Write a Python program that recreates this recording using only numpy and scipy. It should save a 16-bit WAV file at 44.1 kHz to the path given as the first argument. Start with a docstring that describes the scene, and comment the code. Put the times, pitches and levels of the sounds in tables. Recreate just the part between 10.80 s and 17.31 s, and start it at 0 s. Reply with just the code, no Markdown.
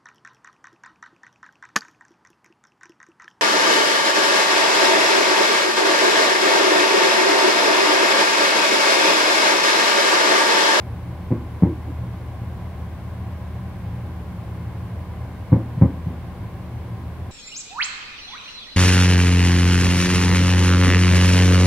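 """Two pairs of firework shells burst far off over a city at night, heard from indoors.
Each blast is a push and a suction, dulled by air and glass; it arrives by several paths,
rings the room and returns from far buildings, twice with a short falling flutter.
Filtered noise makes the rumble of the city in the same room and the microphone hiss;
wavering sines make the ventilation hum, and a steady sine a thin electronic whine."""
import sys
import numpy as np
from scipy import signal
from scipy.fft import rfft, irfft
from scipy.io import wavfile

SR = 44100
rng = np.random.default_rng(int(sys.argv[2]) if len(sys.argv) > 2 else 0)


def master(y):
    """Save y as 16-bit WAV."""
    cut = np.clip(np.atleast_2d(y).T, -1, 1)
    pcm = np.round(cut * 32767)  # scale
    wavfile.write(sys.argv[1], SR, pcm.astype(np.int16))


N = 287091

# the shells: (time [s], level [dB], length of the push [s], first facade bounce: delay [s], level [dB],
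# second bounce: delay [s], level [dB]), bounces relative to the straight path
SHELL_BURSTS = [(0.5066, -6.5, 0.00082, 0.0079, 7, 0.016, 11),
                (0.8232, 2.5, 0.0012, 0.00454, -1.5, .0111, 4),
                (4.7206, -0.5, 0.0018, .0078, 8.5, .0246, -11.5),
                (5.0133, -0.1, 0.0017, 0.0076, 8.5, .0189, -5)]
# what air and glass let through: (frequency [Hz], gain [dB])
AIR_AND_GLASS = [(20, -16.5), (50, -10), (80, -4), (115, -7), (185, 4), (225, -4), (330, -5.5), (410, -17),
                 (550, -7), (680, -24), (820, -16), (1100, -19), (1350, -29.5), (2200, -25), (3000, -46),
                 (4500, -63.5)]
# low resonances of the room: (frequency [Hz], decay time T60 [s], gain when a blast strikes [dB],
# relative level as the city drives them [dB])
LOW_MODES = [(59.3, .6, -16, -46), (85.8, 0.31, 11, -41.5), (113, 0.2, 15.5, -35), (173.2, 0.14, 1.5, -45),
             (243.5, 0.75, -0.5, -54.5), (306, 0.33, 5.5, -56.5), (341.7, .29, -5.5, -60),
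             (502, 0.28, -4, -61.5), (537, 0.27, -9.5, -65), (593, .26, -17.5, -59)]
# first reflections off the walls: (delay [s], level [dB])
WALL_BOUNCES = [(0.02, -9), (.0374, -9.5), (.0509, -20), (0.0746, -26)]
# colour of the scattered sound in the room: (frequency [Hz], gain [dB])
SCATTER_COLOUR = [(60, -28.5), (150, -10.5), (300, 0.5), (550, 0), (1000, 3), (4000, -3.5)]
# how long that scattered sound lasts: (frequency [Hz], decay time T60 [s])
SCATTER_T60 = [(100, 0.29), (340, 0.39), (600, 0.22), (1200, 0.34), (3000, 0.26)]
# colour of the city wash: (frequency [Hz], relative level [dB])
CITY_COLOUR = [(15, -32), (27, -18), (38, -4.5), (70, -6), (140, -5), (200, -5.5), (260, -11), (450, -15.5),
               (800, -16), (1080, -17), (1280, -25), (2150, -28.5), (3000, -34.5), (7000, -44.5)]
# colour of the microphone hiss: (frequency [Hz], relative level [dB])
HISS_COLOUR = [(100, 5), (3000, 15), (5000, 3), (7000, -27.5), (8500, 2.5), (12500, 4.5), (15700, 2)]
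# how alike left and right are before any side gain: (frequency [Hz], likeness [-1 to 1])
STEREO_LIKENESS = [(60, 0.71), (130, 0.85), (300, 0.87), (700, .89), (1400, 0.74), (2400, 0.4),
                   (4400, -0.024), (7000, -0.2)]
# ventilation tones: (mean pitch [Hz], level before swell and waver [dB], rms pitch wander [Hz],
# share of the swell followed [0 to 1])
FAN_TONES = [(79.8, -36, 1.35, .05), (179.2, -40.5, 3.535, 0.8), (362.3, -58.5, 2, 0.3)]
# broad colouring of window and room higher up: (centre [Hz], width [Hz], gain [dB])
UPPER_RESONANCES = [(675, 20, 0.5), (779, 19, 3.5), (906, 25, -4.5), (1030, 66, 2.5), (1335, 31, -1),
                    (1424, 22, 3), (1605, 110, 3.5), (1880, 40, 1), (2155, 130, 3)]
# flutter off rows of buildings: (time [s], level [dB], length [s], first pitch [Hz], last pitch [Hz])
FACADE_FLUTTERS = [(0.856, -28, 0.097, 371, 296), (4.783, -30, .04, 321, 307)]

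WHINE_HZ, WHINE_DB = 6988, -92
EDGE_HZ = 15800  # upper edge of the band
ECHO_S = .247  # delay of the far towers
# a shell's size is the length of its push, in doublings from that of a middling shell
MIDDLING_BLAST_S = .0014
# larger shells knock less in the low mids and stir more scattered sound in the room
BODY_DB, BODY_DB_PER_DOUBLING = 0.7, -7
SCATTER_DB, SCATTER_DB_PER_DOUBLING = -.3, 5
# they also come back louder and deeper from the far towers
ECHO_DB, ECHO_DB_PER_DOUBLING = -16, 8
ECHO_HZ, ECHO_OCTAVES_PER_DOUBLING = 230, -2.3
# the hum makes one slow swell: it grows to a crest, then eases off
HUM_CREST_S, HUM_RISE_DB_PER_S, HUM_FADE_DB_PER_S = 3.3, 3, 2


def amp(db):
    """Decibels to gain."""
    return 10 ** (np.asarray(db) / 20)


def unit(x):
    """Scales to rms 1."""
    return x / np.sqrt(np.mean(x ** 2) + 1e-20)


def read(points, hz):
    """Reads a table on a log-frequency axis."""
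    f, value = np.transpose(points)
    return np.interp(np.log(hz + 1), np.log(f + 1), value)


def bins(size):
    """Frequencies of the spectrum of a sound that many samples long."""
    return np.fft.rfftfreq(size, 1 / SR)


def noise(gain):
    """Noise of rms 1, coloured by the given gain at each frequency."""
    white = rng.standard_normal(N)
    return unit(irfft(rfft(white) * gain, N))


def drift(rate_hz):
    """Random wander of rms 1, with little movement faster than the rate."""
    return noise(np.exp(-(bins(N) / rate_hz) ** 2))


def delayed(x, s):
    """The same sound, s seconds later, cut to the same length."""
    shift = max(round(s * SR), 0)
    silence = np.zeros(x.shape[:-1] + (shift,))
    return np.concatenate([silence, x], axis=-1)[..., :x.shape[-1]]


def causal(points, size=8192):
    """Impulse response with the given spectrum and no sound before its start (minimum phase)."""
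    hz = abs(np.fft.fftfreq(size, 1 / SR))
    log_gain = np.log(amp(read(points, hz)))
    spectrum = np.exp(np.conj(signal.hilbert(log_gain)))
    return np.fft.ifft(spectrum).real[:size // 2]


def two_ports(a, b, apart_db=0):
    """Mixes two unrelated sounds into a pair that is alike in the bass and apart in the treble."""
    size = len(a)
    same = np.clip(read(STEREO_LIKENESS, bins(size)), -1, 1)
    mid = irfft(rfft(a) * np.sqrt((1 + same) / 2), size)
    side = amp(apart_db) * irfft(rfft(b) * np.sqrt((1 - same) / 2), size)
    return np.array([mid + side, mid - side])


def panes(hz):
    """Gain of the upper resonances and the gaps between them."""
    gain_db = sum(db * np.exp(-((hz - centre) / width) ** 2) for centre, width, db in UPPER_RESONANCES)
    return amp(gain_db)


def scatter(rise_s=0.0027):
    """One second of dense reflections, each band dying at its own speed."""
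    hz, t, bands = signal.stft(rng.standard_normal((2, SR)), SR, nperseg=256)
    decay = amp(-60 * t / read(SCATTER_T60, hz)[:, None])
    tail = signal.istft(bands * decay, SR, nperseg=256)[1][:, :SR]
    tail = irfft(rfft(tail) * panes(bins(SR)), SR)
    tail = tail * (1 - np.exp(-np.arange(SR) / SR / rise_s))  # soft build-up
    tail = tail / np.linalg.norm(tail[0])
    tail = signal.fftconvolve(tail, causal(SCATTER_COLOUR)[None], axes=1)[:, :SR]
    return two_ports(*tail, apart_db=-6)


def room():
    """The direct path, the first wall reflections and the ringing of the low modes."""
    t = np.arange(SR) / SR
    direct = 1. * (t == 0)
    response = direct + sum(amp(db) * delayed(direct, s) for s, db in WALL_BOUNCES)
    for hz, t60, db, _ in LOW_MODES:
        damping = np.log(1000) / t60
        ring = np.exp(-damping * t) * np.cos(2 * np.pi * hz * t)
        response = response + amp(db) * 2 * damping / SR * ring  # at equal gain, long rings start softer
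    return response


def microphone(hiss_db=-60.0):
    """Each channel's own hiss and a thin electronic whine."""
    colour = amp(read(HISS_COLOUR, bins(N)))
    hiss = np.array([noise(colour), noise(colour)])
    whine = np.sqrt(2) * np.sin(2 * np.pi * WHINE_HZ * np.arange(N) / SR)
    return amp(hiss_db) * hiss + amp(WHINE_DB) * whine


def ventilation(waver_db=2, waver_hz=6):
    """A few fan tones that waver in pitch and level and share one slow swell."""
    past_crest_s, out = np.arange(N) / SR - HUM_CREST_S, 0
    swell_db = np.minimum(HUM_RISE_DB_PER_S * past_crest_s, -HUM_FADE_DB_PER_S * past_crest_s)
    for hz, db, wander, share in FAN_TONES:
        turns = rng.random() + np.cumsum(hz + wander * drift(waver_hz)) / SR
        level_db = db + share * swell_db + waver_db * drift(waver_hz)
        out = out + np.sqrt(2) * amp(level_db) * np.sin(2 * np.pi * turns)
    return out


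def city(wash_db=-39.0, modes_db=-0.36, width_hz=16, swell_db=0.76, swell_hz=1.5):
    """Distant traffic: a dull wash, and a rumble that swells a little at random as it drives the room modes."""
    hz = bins(N)
    colour = amp(read(CITY_COLOUR, hz)) * panes(hz)
    wash = two_ports(noise(colour), noise(colour))
    rumble = 0
    for mode_hz, _, _, db in LOW_MODES:
        width = width_hz * np.sqrt(mode_hz / LOW_MODES[2][0])  # the lowest modes are the narrowest
        resonance = 1 / (1 + ((hz - mode_hz) / width) ** 2) ** 2
        rumble = rumble + amp(db) * noise(resonance)
    return amp(wash_db) * wash + amp(modes_db + swell_db * drift(swell_hz)) * rumble


def flutter(room_db=-14):
    """Returns from one facade after another run together into a low tone that falls as their gaps widen."""
    out = np.zeros(N)
    for s, db, length, first_hz, last_hz in FACADE_FLUTTERS:
        size, start = round(length * SR), round(s * SR)
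        turns = np.cumsum(np.linspace(first_hz, last_hz, size)) / SR
        fade = signal.windows.tukey(size, .5)
        out[start:start + size] += amp(db) * fade * np.sin(2 * np.pi * turns)
    in_room = signal.fftconvolve(out[None], scatter(), axes=1)[:, :N]
    return out + amp(room_db) * in_room


def fireworks(level_db=0, echo_spread_db=4, echo_edge_db=-15, body_hz=335, body_ratio=1.5):
    """A sharp push and a longer suction; facade bounces can outweigh the shadowed straight path."""
    t, out = np.arange(SR) / SR, np.zeros((2, N + SR))
    glass, indoors = causal(AIR_AND_GLASS), room()
    for s, db, length, first_s, first_db, second_s, second_db in SHELL_BURSTS:
        doublings = np.log2(length / MIDDLING_BLAST_S)
        blast = np.diff(SR * t * np.exp(-t / length), prepend=0)  # push and suction cancel out
        # the straight path, then two separate facade bounces
        first_bounce = amp(first_db) * delayed(blast, first_s)
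        second_bounce = amp(second_db) * delayed(blast, second_s)
        blast = blast + first_bounce + second_bounce
        body_db = BODY_DB + BODY_DB_PER_DOUBLING * doublings  # small shells knock, large ones thud
        body = causal([(body_hz / body_ratio, 0), (body_hz, body_db), (body_hz * body_ratio, 0)])
        blast = signal.fftconvolve(blast, signal.fftconvolve(glass, body))[:SR]

        near = indoors + amp(SCATTER_DB + SCATTER_DB_PER_DOUBLING * doublings) * scatter()
        # far towers return one broad band
        echo_hz = ECHO_HZ * 2 ** (ECHO_OCTAVES_PER_DOUBLING * doublings)
        towers = causal([(echo_hz / 4, echo_edge_db), (echo_hz, 0), (echo_hz * 4, echo_edge_db)])
        far = indoors + amp(echo_spread_db) * scatter()
        far = signal.fftconvolve(far, towers[None], axes=1)[:, :SR]
        echo_db = ECHO_DB + ECHO_DB_PER_DOUBLING * doublings
        paths = near + amp(echo_db) * delayed(far, ECHO_S)

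        start = round(s * SR)
        heard = signal.fftconvolve(blast[None], paths, axes=1)[:, :SR]
        out[:, start:start + SR] += amp(level_db + db) * heard
    return out[:, :N]


def scene(left_db=0.19):
    """Everything together, all but the microphone a touch louder on the left."""
    balance = amp([[left_db], [-left_db]])
    return (fireworks() + flutter() + city() + ventilation()) * balance + microphone()


def record(dry):
    """The highest peaks are rounded off at full scale; then the band limit."""
    held = dry / (1 + dry ** 8) ** (1 / 8)
    low_pass = signal.firwin(511, EDGE_HZ, window=("kaiser", 9), fs=SR)
    return signal.oaconvolve(held, low_pass[None], "same", axes=1)


dry = scene()
out = record(dry)
master(out)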